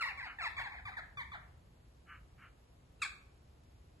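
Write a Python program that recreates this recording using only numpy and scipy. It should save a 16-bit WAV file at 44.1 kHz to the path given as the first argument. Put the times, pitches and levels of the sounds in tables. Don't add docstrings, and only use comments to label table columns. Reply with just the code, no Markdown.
import sys
import numpy as np
from scipy import signal
from scipy.fft import rfft, irfft, next_fast_len
from scipy.io import wavfile
from scipy.ndimage import uniform_filter1d, minimum_filter1d, map_coordinates

SR = 44100
rng = np.random.default_rng(int(sys.argv[2]) if len(sys.argv) > 2 else 0)


def master(y):
    cut = np.clip(np.atleast_2d(y).T, -1, 1)
    pcm = np.round(cut * 32767)
    wavfile.write(sys.argv[1], SR, pcm.astype(np.int16))


def boost(x):
    u = np.asarray(x, float) / 20
    return 10 ** u


N = 176400

# (time [s], level [dB])
TRAFFIC_LEVEL = [
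    (0.0, -67),
    (0.19, -57.5),
    (0.3, -66),
    (0.62, -57),
    (0.68, -60.5),
    (0.77, -59.5),
    (4.0, -61.5),
]
# (frequency [Hz], level [dB per Hz])
TRAFFIC_COLOUR = [(12, -30), (20, -20), (35, -5.5), (59, 6), (113, -3), (166, -8), (195, -14), (300, -35.5),
                  (390, -88), (660, -120)]
# (frequency [Hz], level [dB per Hz])
AIR_COLOUR = [(150, -14), (250, -6), (1130, -19.5), (1250, -21.5), (1570, -23), (2780, -25), (8200, -33.5),
              (10700, -77), (18000, -120)]
# (frequency [Hz], level [dB per Hz])
AIR_WIDE_COLOUR = [(150, -29), (250, -2), (744, 4.5), (827, -8.5), (997, 1.5), (1550, -8.5), (6000, -14),
                   (7800, -59), (13200, -120)]
# (frequency [Hz], level [dB per Hz])
HISS_COLOUR = [(5000, -44), (7000, -5.5), (9000, -14), (12000, -0.5)]
# (time [s], level [dB])
LEAF_TICKS = [
    (2.996, -66),
    (3.636, -63),
]
# (time [s], pitch [Hz], level [dB])
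WING_THUMPS = [
    (0.843, 95.6, -47.5),
    (1.438, 65.4, -50.5),
]
# (delay [s], level [dB])
BANK_ECHOES = [
    (.006, -3.5),
    (0.012, -4),
    (0.019, -13.5),
    (.034, -17.5),
    (0.046, -24),
    (0.064, -20.5),
]
# (frequency [Hz], time to fall 60 dB [s])
TREE_RING = [(500, 0.9), (1400, 0.45), (3500, 0.43), (9000, 0.37)]
# (time [s], length [s], pitch [Hz], level [dB])
CROW_CAWS = [
    (0.236, 0.14, 241.1, -50),
    (2.047, 0.181, 328.9, -55.5),
    (2.359, 0.176, 329.4, -60),
]
# (centre [Hz], width [Hz], level [dB])
BEAK_TONES = [(1300, 370, 4.5), (1760, 264, 5.5), (2176, 450, 2.5), (3007, 300, -0.5)]
# (time [s], length [s], first pitch [Hz], last pitch [Hz], level [dB])
CACKLE_CLUCKS = [(-.01, 0.04, 1435, 1374, -45), (.007, 0.026, 1399, 1018, -31.5),
                 (0.032, .03, 991.4, 885, -36), (0.057, .04, 1148, 900, -38.5),
                 (0.084, 0.039, 933, 751, -42.5), (0.172, 0.051, 1154, 771, -42.5),
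                 (.225, .055, 1023, 705, -44.5), (.385, 0.041, 909, 632, -41.5),
                 (.405, .05, 1150, 720, -45), (.416, .066, 1380, 850, -35.5), (.565, .043, 1145, 699, -40),
                 (0.578, 0.05, 1170, 861.6, -39), (0.634, 0.046, 1121, 793, -41),
                 (0.687, .04, 1042, 802, -53), (0.719, 0.04, 1142, 663, -47),
                 (0.759, 0.046, 1068, 716, -49.5), (0.852, .05, 1194, 744, -42.5),
                 (.916, 0.033, 1300, 945, -48), (0.967, 0.034, 928, 638, -39.5),
                 (0.997, .045, 1060, 777, -57), (1.17, 0.057, 1182, 883, -40),
                 (1.316, 0.045, 1185, 634, -44), (1.348, 0.034, 891, 577, -51)]
# (frequency [Hz], level [dB])
FAR_THROAT_COLOUR = [(600, -2.5), (1200, -4), (1900, 8), (2650, 0.5), (3150, -14.5), (4300, -9.5),
                     (6500, -23.5), (11000, -29.5)]
# (centre [Hz], width [Hz])
FAR_PIPE = [(3080, 300), (6100, 860)]
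# (time [s], length [s], first pitch [Hz], last pitch [Hz], level [dB])
COCK_CLUCK = [
    (2.995, 0.023, 1190, 1490, -64),
    (3.017, 0.028, 1401, 1077, -30),
    (3.046, 0.0232, 924, 753, -37),
]
# (frequency [Hz], level [dB])
NEAR_THROAT_COLOUR = [(800, -12), (1300, 1), (1700, 10.5), (2400, 8.5), (4200, -3), (5300, -8.5),
                      (7400, -6), (11000, -25.5)]
# (centre [Hz], width [Hz])
NEAR_PIPE = [(3100, 1160), (6000, 2200)]
# (low edge [Hz], high edge [Hz])
SUM_GAPS = [(8350, 9700), (11700, 23000)]
# (low edge [Hz], high edge [Hz])
DIFFERENCE_GAPS = [(6300, 7900), (10300, 23000)]

FAR_LAG_S, FAR_LAG_GROWS = 0.000098, 0.9e-4


def along(points, hz):
    f, value = np.transpose(points)
    return np.interp(np.log(hz + 1), np.log(f + 1), value)


def unit(x):
    return x / np.sqrt(np.mean(x ** 2) + 1e-20)


def wobble(n, rate_hz, rows=1):
    knots = rng.standard_normal((rows, 64 + int(4 * N / SR * 5)))
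    at = np.arange(n) * rate_hz / SR
    return np.array([map_coordinates(k, [at], mode="wrap") for k in knots])


def filtered(x, response):
    m = next_fast_len(x.shape[-1] + 8192)
    spectrum = rfft(x, m) * response(np.fft.rfftfreq(m, 1 / SR))
    return irfft(spectrum, m)[..., :x.shape[-1]]


def noise(colour):
    return unit(filtered(rng.standard_normal(N), lambda f: boost(along(colour, f)) * (f < colour[-1][0])))


def add(out, x, s):
    i = round(s * SR)
    x = x[:, max(-i, 0):N - i]
    out[:, max(i, 0):max(i, 0) + x.shape[1]] += x


def stereo(mid, side):
    return np.array([mid + side, mid - side])


def traffic():
    s, db = np.transpose(TRAFFIC_LEVEL)
    swell_db = 1.6 * wobble(N, 4.52)[0]
    level = boost(np.interp(np.arange(N) / SR, s, db) + swell_db)
    wide = filtered(noise(TRAFFIC_COLOUR), lambda f: boost(6.5 * np.log2(f / 60 + 0.089)))
    return stereo(level * noise(TRAFFIC_COLOUR), level * boost(-21.5) * wide)


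def air():
    level = boost(-71 + 0.29 * wobble(N, 2.16)[0])
    return stereo(level * noise(AIR_COLOUR), boost(-74) * noise(AIR_WIDE_COLOUR))


def microphone_hiss():
    return stereo(boost(-86) * noise(HISS_COLOUR), boost(-78.5) * noise(HISS_COLOUR))


def leaf_ticks():
    out, t = np.zeros((2, N)), np.arange(SR // 10) / SR
    t60_s = 0.013
    for s, db in LEAF_TICKS:
        add(out, boost(db - 60 * t / t60_s) * rng.standard_normal((2, len(t))), s)
    return out


def wing_thumps():
    out, t = np.zeros((2, N)), np.arange(SR // 10) / SR
    length_s = 0.041
    for s, hz, db in WING_THUMPS:
        swell = np.sin(np.pi * np.minimum(t / length_s, 1)) ** 2
        add(out, boost(db) * np.sin(2 * np.pi * hz * t) * swell * [[1], [1]], s)
    return out


def garden(x, lag_s, early_db, wet_db):
    hz, t, z = signal.stft(rng.standard_normal((2, int(0.6 * SR))), SR, nperseg=256)
    fade = boost(-60 * t / along(TREE_RING, hz)[:, None])
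    tail = signal.istft(z * fade, SR, nperseg=256)[1]
    rise_s = 0.025
    tail = tail * np.minimum(np.arange(tail.shape[1]) / (rise_s * SR), 1)
    answer = boost(wet_db) * tail / np.linalg.norm(tail[0])
    chance = rng.uniform(-1, 1, (len(BANK_ECHOES), 3))
    for (s, db), (shift, skew, size) in zip(BANK_ECHOES, chance):
        i = round(s * (1 + 0.15 * shift) * SR)
        left_i = i + round(lag_s * SR + 3 * skew)
        answer[[0, 1], [left_i, i]] += boost(db + early_db + 3 * size)
    side = np.array([[-1], [1]])
    direct = filtered(np.pad(x, (0, 64)), lambda f: np.exp(1j * np.pi * f * lag_s * side))
    out = signal.fftconvolve(x[None], answer, axes=1)
    add(out, direct, 0)
    return out


def beak(f):
    total = 0
    for k, (centre, width, db) in enumerate(BEAK_TONES):
        total = total + (-1) ** k * boost(db) * 1j * f * width / (centre ** 2 - f * f + 1j * f * width)
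    return total ** 2


def crow():
    out = np.zeros((2, N))
    for s, length, hz, db in CROW_CAWS:
        u = np.linspace(0, 1, int(length * SR))
        arch = np.sin(np.pi * u ** 0.781)
        jitter = 0.09 * wobble(len(u), 150)[0]
        turns = np.cumsum(hz * (1 + 0.0635 * (arch - 1) + jitter)) / SR
        pulses = unit(np.diff(np.floor(turns), prepend=0))
        breath = unit(rng.standard_normal(N // 8)[:len(u)] * (1 + np.cos(2 * np.pi * turns)))
        voice = unit(filtered(pulses + 0.57 * breath, beak)) * arch ** 2.9
        lag_s = FAR_LAG_S * (s < 1)
        add(out, garden(boost(db) * voice, lag_s, early_db=-2.5, wet_db=-12), s)
    return out


def cluck(length, first_hz, last_hz, throat, hold, rasp, breath, notches, tilt_db):
    t = np.arange(int(length * SR)) / SR
    u = t / length
    pitch = first_hz + (last_hz - first_hz) * np.sin(np.pi / 2 * u ** hold) ** 2
    turn = 2 * np.pi * np.cumsum(pitch) / SR
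    k = np.arange(1, 15)[:, None]
    overtone_hz = k * pitch

    def effort_db(f):
        return tilt_db * np.log2(np.maximum(f / 3000, 1))

    gains = boost(along(throat, overtone_hz)) * (overtone_hz < 12000)
    gains = gains * (1 + rasp * wobble(len(t), 300, rows=len(k)))
    uneven_db = 2.5 * wobble(len(t), 40, rows=len(k))
    gains = gains * boost(uneven_db + effort_db(overtone_hz))
    stack = unit(np.sum(gains * np.sin(k * turn + k * k), 0))

    def breath_colour(f):
        rise_db = 0.5 * np.log2(f / 1000 + 0.01)
        return boost(along(throat, f) + rise_db + effort_db(f)) * (f > 500)

    puffs = rng.standard_normal(SR // 10)[:len(t)] * (1 + np.cos(turn))
    stack = stack + breath * unit(filtered(puffs, breath_colour))

    def windpipe(f):
        return np.prod([(c * c - f * f) / (c * c - f * f + 1j * f * w) for c, w in notches], 0)

    attack_s, release_s, fade_db = 0.0035, 0.0043, 5.5
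    shape = np.clip(np.minimum(t / attack_s, (length - t) / release_s), 0, 1) * boost(-fade_db * u)
    return filtered(np.pad(stack * shape, (0, 200)), windpipe)


def far_cackle():
    out = np.zeros((2, N))
    balance = boost([[0.9 / 2], [-0.9 / 2]])
    for s, length, first_hz, last_hz, db in CACKLE_CLUCKS:
        sink = [1 - 0.11 * s, 1]
        throat, notches = np.array(FAR_THROAT_COLOUR) * sink, np.array(FAR_PIPE) * sink
        tilt_db = 0.5 * (db + 35)
        voice = cluck(length, first_hz, last_hz, throat, hold=1.15, rasp=0.2, breath=0.19,
                      notches=notches, tilt_db=tilt_db)
        lag_s = FAR_LAG_S + FAR_LAG_GROWS * s
        add(out, balance * garden(boost(db) * voice, lag_s, early_db=-6, wet_db=-7), s)
    return out


def near_cock():
    out = np.zeros((2, N))
    for s, length, first_hz, last_hz, db in COCK_CLUCK:
        tilt_db = 0.1 * (db + 31)
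        voice = cluck(length, first_hz, last_hz, NEAR_THROAT_COLOUR, hold=0.53, rasp=0.15, breath=0.22,
                      notches=NEAR_PIPE, tilt_db=tilt_db)
        add(out, garden(boost(db) * voice, 0, early_db=-7, wet_db=-7.5), s)
    return out


def scene():
    background = traffic() + air() + microphone_hiss()
    return background + leaf_ticks() + wing_thumps() + crow() + far_cackle() + near_cock()


def lost_bands(db, centre):
    loud_db = -82.5
    scatter = unit(uniform_filter1d(rng.standard_normal(db.shape), size=3, axis=1))
    scatter = unit(uniform_filter1d(scatter, size=2, axis=2))
    loudest_near = -minimum_filter1d(-db.max(0), size=13, axis=0)
    mask_db = loudest_near - 24 + 4 * scatter
    lost = (db < mask_db) & (centre > 2400)
    quiet = (db < loud_db) & (centre > 4800) & (centre < 6200)
    lost |= quiet & (scatter > np.quantile(scatter, 0.75))
    for channel, gaps in enumerate((SUM_GAPS, DIFFERENCE_GAPS)):
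        for lo, hi in gaps:
            low, high = 170 * rng.standard_normal((2, db.shape[2]))
            inside = (centre > lo + low) & (centre < hi + high)
            lost[channel] |= inside & ((db[channel] < loud_db) | (lo > 8000))
    return lost


def band_limit(x):
    return signal.sosfilt(signal.butter(12, 12300, fs=SR, output="sos"), x)


def record(dry):
    hz, _, z = signal.stft([dry[0] + dry[1], dry[0] - dry[1]], SR, nperseg=2048)
    bands = np.mean(abs(z[:, :1024].reshape(2, 128, 8, -1)) ** 2, 2)
    lost = lost_bands(10 * np.log10(bands + 1e-20), hz[4:1024:8, None])
    keep = np.repeat(boost(-73 * lost), 8, 1)
    keep = np.pad(keep, ((0, 0), (0, 1), (0, 0)))
    mid, side = signal.istft(z * keep, SR, nperseg=2048)[1][:, :N] / 2
    return band_limit(stereo(mid, side))


dry = scene()
out = record(dry)
master(out)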